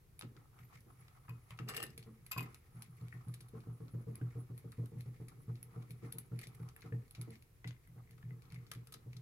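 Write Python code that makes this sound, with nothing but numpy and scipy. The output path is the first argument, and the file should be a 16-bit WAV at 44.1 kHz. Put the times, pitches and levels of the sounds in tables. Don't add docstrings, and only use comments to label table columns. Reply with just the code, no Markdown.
import sys
import numpy as np
from scipy import signal
from scipy.fft import rfft, irfft, next_fast_len
from scipy.io import wavfile
from scipy.ndimage import map_coordinates

SR = 44100
rng = np.random.default_rng(int(sys.argv[2]) if len(sys.argv) > 2 else 0)


def unload_wav(signal):
    wavfile.write(
        sys.argv[1],
        SR,
        np.round(np.clip(np.atleast_2d(signal).T, -1, 1) * 32767).astype(np.int16),
    )


def voltage_ratio(decibels):
    exponent = np.asarray(decibels, float) / 20
    return 10 ** exponent


N = 406161


def unit(x):
    return x / np.sqrt(np.mean(x ** 2) + 1e-20)


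def along(points, hz):
    f, v = np.transpose(points)
    return np.interp(np.log(hz + 1), np.log(f + 1), v)


def curves(rows):
    s, *cols = np.transpose(rows)
    return [np.interp(np.arange(N) / SR, s, c) for c in cols]


def within(rows):
    t = np.arange(N) / SR
    return np.clip(np.minimum(t - rows[0][0], rows[-1][0] - t) / 0.0026, 0, 1)


def wobble(rate):
    knots = rng.standard_normal(int(N * rate / SR) + 4)
    return map_coordinates(knots, [np.arange(0, N + 8, 8) * rate / SR]).repeat(8)[:N]


def filtered(x, response):
    m = next_fast_len(x.shape[-1] + min(8192, x.shape[-1] // 4))
    return irfft(rfft(x, m) * response(np.fft.rfftfreq(m, 1 / SR)), m)[..., :x.shape[-1]]


def resonances(peaks):
    def response(f):
        return sum((-1) ** k * voltage_ratio(db) * 1j * f * w / (c * c - f * f + 1j * f * w)
                   for k, (c, w, db) in enumerate(peaks))
    return response


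def low_cut(hz, corner_hz):
    return hz ** 2 / (hz ** 2 + corner_hz ** 2)


def pair(response, alike):
    def mid_and_side(hz):
        turn = np.arccos(np.clip(along(alike, hz), -1, 1)) / 2
        return response(hz) * np.array([np.cos(turn), np.sin(turn)])
    mid, side = filtered(rng.standard_normal((2, N)), mid_and_side)
    return unit(np.array([mid + side, mid - side]))


def ring(modes, t, attack, loose=1):
    scatter_db, detune = 2 * loose, 0.008 * loose
    tones = 0
    for hz, db, t60 in modes:
        a, b = rng.standard_normal(2)
        decay = voltage_ratio(db + scatter_db * a - 60 * t / t60)
        tones = tones + decay * np.sin(2 * np.pi * hz * (1 + detune * b) * t)
    return tones * (1 - np.exp(-t / attack))


def contacts(events, modes, ring_db, crack_t60, tail_db, rise_s, note_t60, top_db):
    out, t = np.zeros((2, N + SR)), np.arange(SR // 10) / SR
    lead = 100
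    burst = voltage_ratio(-60 * t / crack_t60) * (1 - np.exp(-t / rise_s))
    tail = voltage_ratio(tail_db - 60 * t / 0.069) * (1 - np.exp(-t / 0.0023))
    for s, db, dull_db, bright_db, note_hz in events:
        crack = rng.standard_normal((2, len(t))) * 1.005 + rng.standard_normal(len(t))
        chatter = voltage_ratio(4.56 * np.repeat(rng.standard_normal(len(t) // 45), 45))
        voices = modes + [(note_hz, 9.0 + 0.5 * dull_db, note_t60)]
        ringing = np.array([ring(voices, t, 0.00074 + rise_s) for _ in range(2)])
        blow = chatter * (crack * (burst + tail) + voltage_ratio(ring_db) * ringing)
        colour = [(300, dull_db + 7.5), (900, dull_db + 11.0), (2800, dull_db + 14.5),
                  (4000, -3.5), (7000, -10.5), (9000, bright_db), (11500, bright_db + 6.5),
                  (14000, bright_db + top_db), (15800, bright_db - 21)]
        blow = filtered(np.pad(blow, ((0, 0), (lead, 0))), lambda hz: voltage_ratio(along(colour, hz)))
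        peak = np.abs(blow.mean(axis=0)).max()
        out[:, round(s * SR) - lead:][:, :len(t) + lead] += voltage_ratio(db + 0.5) * blow / peak
    return out[:, :N]


# frequency [Hz], level [dB per Hz].
AIR = [(15, -61), (25, -8), (64, -7.5), (123, -4), (223, -25.5), (463, -24), (607, -31.5), (1290, -32.5)]
# frequency [Hz], level [dB per Hz].
HISS = [(1560, -34), (2110, -34), (3080, -39.5), (8590, -41.5), (10700, -37), (13600, -40.5), (16000, -41)]
# frequency [Hz], likeness [0 to 1].
AIR_LIKENESS = [(30, 0.5), (120, 1), (300, 0.85), (600, 0.03), (12000, 0.08)]
# frequency [Hz], width [Hz], level [dB].
WHINE = (13280, 100, -87)


def air():
    hz, width, db = WHINE
    whine = voltage_ratio(db) * pair(resonances([(hz, width, 0)]), [(1000, 0.099)])
    hush = pair(lambda f: voltage_ratio(along(AIR + HISS, f)), AIR_LIKENESS)
    return voltage_ratio(-64.5 + 0.07 * wobble(2.7)) * hush + whine


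# start [s], push [dB], pull [dB], rattle [dB], drag on the slide [dB].
TURNS = [(2.756, -46, -49.5, -17, 13.5), (3.019, -42.5, -44, -9.5, 6), (3.276, -40, -50.5, -13, 4),
         (3.542, -41, -40, 3.5, 9.5), (3.81, -43, -36, 0.5, 5), (4.076, -39.5, -39, 5.5, -1),
         (4.361, -41.5, -42.5, 3, 7), (4.65, -43.5, -35.5, 3.5, 2), (4.925, -46.5, -42, 3.5, -4),
         (5.207, -42.5, -57, -3, 2), (5.488, -38.5, -51.5, -5.5, -2), (5.769, -42, -46, 3.5, 5),
         (6.034, -40.5, -67, 0, 8.5), (6.323, -37.5, -47.5, -2.5, -2.5), (6.607, -39, -85, -11, 9.5),
         (6.849, -43.5, -60, 0, 13)]
# start [s], peak [dB], boards [dB], tray [dB].
GRIP_JOLTS = [(0.235, -45.5, -6, -30), (0.366, -58, -7, -34), (0.608, -53, -21, -42),
              (0.746, -56, -10, -36), (0.869, -61.5, 2, -25), (1.007, -55.5, -36, -49),
              (1.296, -43, -12.5, -33), (1.516, -50.5, -26, -41), (1.606, -40.5, -4, -32),
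              (1.782, -53.5, -2, -12), (1.838, -62.5, 8.5, -6), (1.983, -52.5, -6, -19),
              (2.068, -54, 0.5, -16), (2.37, -37.5, -9, -36), (2.425, -44, -9, -34)]
# start [s], peak [dB], rattle [dB].
LATE_JOLTS = [(4.964, -39, -31), (6.147, -46, -3), (6.928, -35, -4.5), (7.188, -39.5, -8.5),
              (7.281, -47.5, 10), (7.658, -39, -16.5), (7.887, -51, -32), (7.966, -49, -3.5),
              (8.109, -53.5, -38), (8.246, -40.5, -47), (8.31, -44.5, -11), (8.522, -44.5, -31),
              (8.57, -45, -23), (8.764, -44.5, -6), (8.952, -56, 6), (9.069, -46.5, -1), (9.157, -47, -17)]


def lurches():
    pull_at, pull_rattle_db = 0.505, -7.5
    pushes = [(s, db, rattle_db) for s, db, _, rattle_db, _ in TURNS]
    pulls = []
    for (s, _, pull_db, rattle_db, _), following in zip(TURNS, TURNS[1:]):
        pulls.append((s + pull_at * (following[0] - s), pull_db, rattle_db + pull_rattle_db))
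    return GRIP_JOLTS + [(s, db, -9 + 0.45 * rattle_db, -24.5 + rattle_db)
                         for s, db, rattle_db in pushes + pulls + LATE_JOLTS]


# frequency [Hz], level [dB], t60 [s].
BODY_MODES = [(121, 1, 0.21), (163.3, -4, 0.14), (94.3, -24, 0.24), (64.3, -19, 0.12)]
# frequency [Hz], level [dB], t60 [s].
BOARD_MODES = [(218, -2, 0.24), (290, -3, 0.18), (354, -2.5, 0.16)]
# frequency [Hz], level [dB], t60 [s].
TRAY_MODES = [(453.8, 1.5, 0.11), (438, -10.5, 0.13)]
# frequency [Hz], level [dB per Hz].
SCUFF = [(120, -10.5), (250, 5.5), (480, -3), (600, -14.5), (1200, -20.5), (2300, -41.5), (4000, -42)]
# time [s], effort [dB], load on the screw [dB], pinch of the gib [dB].
WORK = [(0.0, -64, -100, -97), (.3, -64, -85, -101), (.7, -55, -76, -78.5), (1.36, -75, -71.5, -79.5),
        (1.77, -47.5, -83, -76), (2.1, -60, -80, -79.5), (2.95, -60, -73.5, -76.5), (3.6, -56.5, -72, -81),
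        (4.5, -56.5, -73, -79), (5.2, -54, -76, -76), (5.5, -54.5, -72, -78), (6.8, -55.5, -74, -73.5),
        (7.6, -67, -95.5, -88.5), (8.45, -50.5, -74.5, -78), (9.21, -59.5, -87, -81)]


def bench():
    out, t = np.zeros((2, N + SR)), np.arange(SR // 4) / SR
    held = voltage_ratio(24.6 * (1 - np.exp(-t / 0.069)))
    settle = 1 / (1 + (t / 0.11) ** 4)
    scuffs = pair(lambda hz: voltage_ratio(along(SCUFF, hz)), [(280, 0.63), (520, 0.48)])
    scuff_shape = voltage_ratio(-60 * t / 0.4) * (1 - np.exp(-t / 0.0015))
    scuff_level = np.zeros(N + SR)
    for s, db, boards_db, tray_db in lurches():
        body = voltage_ratio(-2.0) * ring(BODY_MODES, t, 0.0057)
        boards = voltage_ratio(boards_db - 10.0) * ring(BOARD_MODES, t, 0.031, loose=1.95)
        tray = np.array([ring(TRAY_MODES, t, 0.0088), ring(TRAY_MODES, t + 0.000087, 0.025)])
        tray *= voltage_ratio(tray_db + 14.0)
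        start = round((s - 0.008) * SR)
        out[:, start:][:, :len(t)] += voltage_ratio(db) * held * settle * (body + boards + tray)
        scuff_level[start:][:len(t)] += voltage_ratio(db + boards_db - 6.5) * scuff_shape
    peaks = [(hz, 2.7 / t60 + 8, db + lift)
             for modes, lift in ((BODY_MODES, 0), (BOARD_MODES, -12), (TRAY_MODES, -14))
             for hz, db, t60 in modes]
    tremor = pair(resonances(peaks), [(120, 1.0), (280, 0.45), (450, 0.83)])
    tremor *= voltage_ratio(curves(WORK)[0] - 9.5 + 1.6 * wobble(12))
    return out[:, :N] + scuff_level[:N] * voltage_ratio(2.26 * wobble(70)) * scuffs + tremor


# middle [s], half length [s], nut lift [dB], gib lift [dB].
SWISHES = [(0.386, 0.064, 13, 13), (0.587, 0.064, 7.5, 3), (0.744, 0.041, 9.5, 12), (0.928, 0.05, 3.5, -4),
           (1.026, 0.041, 1.5, 5.5), (0.235, 0.023, 18, 27), (2.45, 0.09, 14, 13), (3.145, 0.037, 9, 12),
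           (6.434, 0.035, -8, 16), (7.293, 0.17, 15, 8.5), (7.696, .05, 1, 7), (7.99, 0.037, 19.5, -12),
           (8.557, 0.013, 4.5, 12), (9.07, 0.025, 2, -9)]


def drags():
    t = np.arange(0, N + 8, 8) / SR
    bumps = [(s, half, nut_db, gib_db, 0) for s, half, nut_db, gib_db in SWISHES]
    bumps += [(s + 0.03, 0.04, db, 0.4 * db, 0.8 * db) for s, *_, db in TURNS]
    lift = sum(np.outer(lift_db, np.exp(-((t - s) / half) ** 4)) for s, half, *lift_db in bumps)
    return lift.repeat(8, axis=1)[:, :N]


# frequency [Hz], width [Hz], level [dB].
NUT = [(1292, 130, 2), (1090, 160, 0), (758, 91, 2)]
# frequency [Hz], width [Hz], level [dB].
GIB = [(2230, 420, 1), (1770, 270, 0.5), (4260, 3900, -18)]
# frequency [Hz], width [Hz], level [dB].
COLLAR = [(10760, 300, -5.5), (9700, 1800, -24)]
# time [s], hiss [dB].
DRY = [
    (0.0, -99),
    (.74, -81.5),
    (3.7, -81),
    (6.38, -78.5),
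    (7.64, -99),
]
# time [s], pitch [Hz], level [dB].
SQUEAK = [
    (.59, 12300, -77),
    (.63, 12200, -74),
    (.665, 12100, -82),
    (.7, 13100, -82),
    (.73, 13500, -90),
]


def screw():
    nut_db, gib_db, collar_db = curves(WORK)[1:] + curves(DRY) + drags()

    def rub(peaks, corner_hz):
        catches = voltage_ratio(4.5 * wobble(28) + 3 * wobble(160) - 1.5)
        tone = resonances(peaks)
        return filtered(catches * rng.standard_normal((2, N)), lambda hz: tone(hz) * low_cut(hz, corner_hz))

    nut = voltage_ratio(nut_db - 5.5) * rub(NUT, 600)
    gib = voltage_ratio(gib_db - 8) * rub(GIB, 1400)
    collar_level = voltage_ratio(collar_db - 4.5 + 5 * wobble(30) + 2.5 * wobble(200))
    collar = collar_level * pair(resonances(COLLAR), [(1000, 0.4)])
    pitch_hz, squeak_db = curves(SQUEAK)
    phase = 2 * np.pi * np.cumsum(pitch_hz + 60 * wobble(300)) / SR
    squeak = voltage_ratio(squeak_db + 4.6 * wobble(63)) * within(SQUEAK) * np.sin(phase)
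    return voltage_ratio(21.0) * (nut + gib) + collar + squeak


# start [s], peak [dB], bright share [dB].
TICKS = [(0.1913, -42, -4.5), (1.977, -39, -7), (2.264, -43.5, -5), (3.3392, -43, -9.5), (3.4052, -47, -8),
         (4.154, -42.5, -4), (4.5774, -44, 2), (5.007, -45.5, -9.5), (5.628, -41, 1), (5.9061, -43.5, -5),
         (6.1223, -38.5, -4), (6.1836, -31, 3.5), (6.3897, -38.5, -11.5), (6.4384, -44, -17),
         (6.4698, -42.5, -9.5), (6.82, -47.5, -17), (7.1085, -48, -5), (7.1486, -46.5, -20),
         (7.2133, -39, -5.5), (7.355, -50.5, -18), (7.4228, -53.5, -11), (7.674, -45.5, -18.5),
         (8.1088, -52.5, -10), (8.5218, -46.5, -17), (8.544, -48, -13), (9.131, -48.5, -20)]
# start [s], peak [dB], bright share [dB].
FLIPS = [(2.8207, -42.5, -8), (3.083, -52, -13), (3.604, -57.5, -18), (4.7191, -48, -9),
         (5.283, -48.5, -11), (5.555, -56, -31)]
# start [s], peak [dB], bright share [dB].
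MORE_TICKS = [(1.5744, -59, -17), (1.9914, -50, -16), (2.027, -50.5, -17), (2.9672, -61, -4),
              (3.0112, -56, -9), (3.2839, -53, -2), (3.484, -56.5, -6), (3.8811, -57, -22),
              (5.8237, -59, -18), (6.8074, -54, -6), (7.08, -59, -15), (7.3043, -53.5, -10),
              (8.4203, -57, -18), (8.453, -60, -18), (8.502, -56, -23), (8.6662, -56.5, -20),
              (8.7355, -44.5, -8), (8.75, -47, -12)]
# frequency [Hz], level [dB], t60 [s].
SLIDE_MODES = [(4320, -8, 0.0082), (5900, -28, 0.018), (10840, -5, 0.018)]


def grip_ticks():
    ticks = [(s, db, -19.5, bright_db, 2307) for s, db, bright_db in TICKS + FLIPS + MORE_TICKS]
    return contacts(ticks, SLIDE_MODES, ring_db=9, crack_t60=0.0086, tail_db=-13,
                    rise_s=0.0011, note_t60=0.0069, top_db=0.5)


# start [s], peak [dB], dull share [dB], bright share [dB].
CLACKS = [(0.2102, -38.5, -19.5, -18), (0.222, -40.5, -13, -18), (0.365, -56, -19, -26),
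          (0.588, -55, -12, -16), (0.755, -58, -8, -5), (0.8052, -55.5, -28, -6), (1.08, -52, -17, -16),
          (1.5883, -38, -10.5, -17), (2.5443, -41.5, -24.5, -11), (4.8564, -49.5, -22, -3.5),
          (6.414, -40.5, -21, -6), (6.5477, -53, -21, 0), (6.6872, -50, -20.5, -15),
          (8.1783, -56, -16, -16), (8.7143, -35, -19.5, -12), (8.8706, -46.5, -17.5, -6),
          (8.922, -43.5, -23.5, -7), (8.9393, -39.5, -24.5, -12.5), (9.1655, -48, -25.5, -18)]
# frequency [Hz], level [dB], t60 [s].
NUT_MODES = [(2240, 5, 0.01), (4930, -11, 0.0046), (8900, -2, 0.0087), (9940, 7, 0.019)]


def nut_clacks():
    return contacts([row + (1280,) for row in CLACKS], NUT_MODES, ring_db=-5.5, crack_t60=0.025,
                    tail_db=-23.5, rise_s=0.00091, note_t60=0.052, top_db=-5.5)


# start [s], peak [dB], gib share [dB], note [Hz].
SCRAPES = [(0.359, -57, -8, 1330), (0.41, -59, -15, 794), (0.579, -58.5, -1, 1400),
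           (1.281, -44.5, -16, 1000), (1.509, -50, -3, 1000), (1.595, -47, -15, 1300),
           (1.685, -36.5, -13, 1230), (1.736, -46, 1, 1190), (1.829, -54, -4, 1260),
           (2.064, -53, -15, 1100), (2.261, -66, 5, 1250), (2.317, -48, -16, 1340), (2.408, -50, -9, 1050),
           (2.552, -58.5, -4, 1280), (2.748, -61, -22, 1250), (2.802, -55, -15, 1280),
           (3.123, -65, -7, 1500), (3.275, -60, -12, 1160), (3.537, -59, -19, 711), (3.802, -58, -22, 1100),
           (3.874, -59, -17, 1300), (3.938, -58, -17, 1280), (4.075, -60, -20, 958),
           (4.146, -58.5, -3, 1070), (4.212, -60, -13, 1480), (4.322, -58, -8, 1300),
           (4.376, -59, -21, 754), (4.718, -53, -7.5, 1250), (5.198, -58, -23, 800),
           (5.282, -53.5, -8, 1220), (5.492, -60, -20, 738), (5.737, -52, -15, 740),
           (6.015, -56, -19, 1240), (6.092, -57, -11, 1410), (6.313, -57, -24, 1350), (6.386, -57, 2, 1270),
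           (6.588, -57, -22, 1350), (6.818, -52, -4, 1320), (7.152, -58, -5, 1280), (7.216, -60, -8, 1320),
           (7.644, -61, -2, 802), (7.707, -67, 3, 1260), (7.973, -52.5, -17, 751), (8.178, -69, -2, 1390),
           (8.509, -60, -0.5, 960), (8.647, -62, -11, 1260), (8.716, -46.5, -19, 1240),
           (8.872, -59, -12, 1350), (8.939, -58, -4, 1340), (9.062, -70, -11, 859)]


def scrapes():
    out, t = np.zeros((2, N + SR)), np.arange(SR // 8) / SR
    shape = voltage_ratio(-60 * t / 0.16) * (1 - np.exp(-t / 0.0036))
    for s, db, gib_db, note_hz in SCRAPES:
        noise = rng.standard_normal(len(t)) + 0.7 * rng.standard_normal((2, len(t)))
        grit = noise * voltage_ratio(3.3 * np.repeat(rng.standard_normal(len(t) // 104), 104))
        tone = resonances([(note_hz, 150, 0), (2200, 450, gib_db)])
        puff = filtered(shape * grit, lambda hz: tone(hz) * low_cut(hz, 500))
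        out[:, round(s * SR):][:, :len(t)] += voltage_ratio(db + 7) * puff
    return out[:, :N]


# start [s], peak [dB], dull share [dB], bright share [dB], note [Hz].
KNOB_KNOCKS = [(1.2809, -52, 10, -16, 1270), (1.2911, -42.5, -13.5, -5, 1030),
               (2.3125, -33.5, -15, 2, 1280), (2.3173, -29.5, -25, -9, 2486), (2.328, -35, -11, -10, 2645),
               (2.3634, -38.5, 19, 1, 1080), (2.376, -30.5, -13.5, -6, 1005),
               (2.4067, -34.5, -8.5, -2.5, 1030), (2.414, -48, -7, -2, 1030),
               (2.4275, -44.5, -16, -3, 2080), (2.441, -56, -2, -15, 2090), (2.455, -61, -10, -13, 1850)]
# frequency [Hz], level [dB], t60 [s].
KNOB_MODES = [(1030, -7.5, 0.067), (1350, -3, 0.019), (2530, -3.5, 0.076), (4780, 0, 0.027),
              (4930, -7, 0.017), (7380, 5, 0.025), (10500, -7, .02), (12250, -1, 0.02),
              (12660, -0.5, 0.033), (13000, -6, 0.024)]


def knob_knocks():
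    return contacts(KNOB_KNOCKS, KNOB_MODES, ring_db=-4.5, crack_t60=0.0078, tail_db=-16,
                    rise_s=0.001, note_t60=0.035, top_db=7.5)


# start [s], peak [dB], dull share [dB], bright share [dB], note [Hz].
CHIRPS = [(1.5063, -42.5, -13, -9.5, 1094), (3.1251, -43.5, 25, -22, 1860), (4.2129, -52, 2, -2, 1570),
          (6.763, -46.5, -4.5, 11.5, 1730), (6.923, -48, 10, -20, 1770), (7.6434, -42.5, -3, -30, 2030),
          (7.7075, -46, -13.5, -23, 2060), (7.8736, -54.5, -4, 6, 2040), (8.2268, -55.5, -7, -19, 1740),
          (8.3062, -52, 5, -21, 2050)]
# start [s], peak [dB], note [Hz].
CATCHES = [(7.7643, -63, 2060), (8.0745, -63, 2110), (8.0925, -63, 2090), (8.2496, -65, 2190),
           (8.3938, -67, 1750), (8.5594, -49.5, 2180), (8.5744, -65, 2250)]


def slide_chirps():
    chirps = CHIRPS + [(s, db, 5, -25, hz) for s, db, hz in CATCHES]
    return contacts(chirps, [], ring_db=-2.5, crack_t60=0.015, tail_db=-22,
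                    rise_s=0.001, note_t60=0.016, top_db=-3)


# time [s], rattle [dB].
RUN = [
    (1.672, -62),
    (1.69, -45.5),
    (1.715, -43.5),
    (1.745, -47),
    (1.79, -46),
    (1.815, -45),
    (1.845, -49),
    (1.88, -60),
    (1.93, -76),
]
# frequency [Hz], level [dB], t60 [s].
RACK_MODES = [(1270, 10.5, 0.0061), (1810, -2, 0.058), (2820, 2.5, 0.033), (4300, 1, 0.015),
              (5070, -0.5, 0.035), (7880, 2, 0.04), (10800, 4.5, 0.035), (11480, -6, 0.021),
              (14170, -10, .03)]


def rack():
    grains = 0.7 * rng.standard_normal((2, N)) + rng.standard_normal(N)
    grains = grains * voltage_ratio(4 * wobble(250) + wobble(60))
    apron = RACK_MODES + [(438, 19.0, 0.18), (817, 9, 0.035), (1660, -3, 0.00033)]
    peaks = [(hz, 0.77 / t60 + 40, db) for hz, db, t60 in apron]
    return voltage_ratio(curves(RUN)[0] - 7.5) * within(RUN) * unit(filtered(grains, resonances(peaks)))


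# start [s], peak [dB], dull share [dB], bright share [dB], note [Hz].
WHEEL_KNOCKS = [(1.679, -43, 0, -30, 1310), (1.6852, -34, -26, -12.5, 1330), (1.693, -37, -20, -9, 1970),
                (1.703, -40, 2, -15, 1970), (1.71, -46, -6, -20, 1470), (1.735, -43, -14, -20, 1300),
                (1.7447, -37, -11, -10, 2820), (1.758, -51, -14, -8, 2820),
                (1.7648, -30, -18.5, -8.5, 1780), (1.7766, -35, -7, -16, 2820),
                (1.8008, -39, -10, -9, 2820), (1.819, -37, -4, -15, 2820), (1.827, -28, -17, -6.5, 1270),
                (1.838, -56, -3, -18, 1270), (1.864, -47, -32, -12, 1150), (1.9024, -53, -26, -13, 2880)]


def wheel_knocks():
    return contacts(WHEEL_KNOCKS, RACK_MODES, ring_db=-6, crack_t60=0.024, tail_db=-23,
                    rise_s=0.0019, note_t60=0.013, top_db=5.0)


# frequency [Hz], tilt [dB].
LEAN = [(200, 0), (700, -1), (1300, 1), (2800, 5), (5600, 6), (10000, -2), (13000, 2)]


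def ports(x):
    side, lag_s = np.array([[1], [-1]]), 6 / 44100
    return filtered(x, lambda hz: voltage_ratio(side * along(LEAN, hz) / 2) * np.exp(-1j * np.pi * hz * lag_s * side))


# frequency [Hz], t60 [s].
SHOP = [(300, 0.4), (2000, 0.25), (12000, 0.11)]


def shop(x):
    hz, t, z = signal.stft(rng.standard_normal((2, SR // 2)), SR, nperseg=256)
    tail = signal.istft(z * voltage_ratio(-60 * t / along(SHOP, hz)[:, None]), SR, nperseg=256)[1]
    late = np.pad(x, ((0, 0), (200, 0)))
    return signal.fftconvolve(late, tail / np.linalg.norm(tail[0]), axes=1)[:, :N]


def scene():
    bed = air() + bench() + screw() + scrapes() + ports(rack())
    metal = ports(grip_ticks() + nut_clacks() + knob_knocks() + slide_chirps() + wheel_knocks())
    return bed + metal + voltage_ratio(-9.5) * shop(metal)


def roll_off(x):
    return signal.sosfilt(signal.butter(12, 16510, fs=SR, output="sos"), x)


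def record(dry):
    top_hz, shelf = 15850, 0.09
    band = filtered(dry, lambda hz: np.where(hz < top_hz, 1, shelf * (hz < 1.04 * top_hz)))
    return roll_off(band)


dry = scene()
out = record(dry)
unload_wav(out)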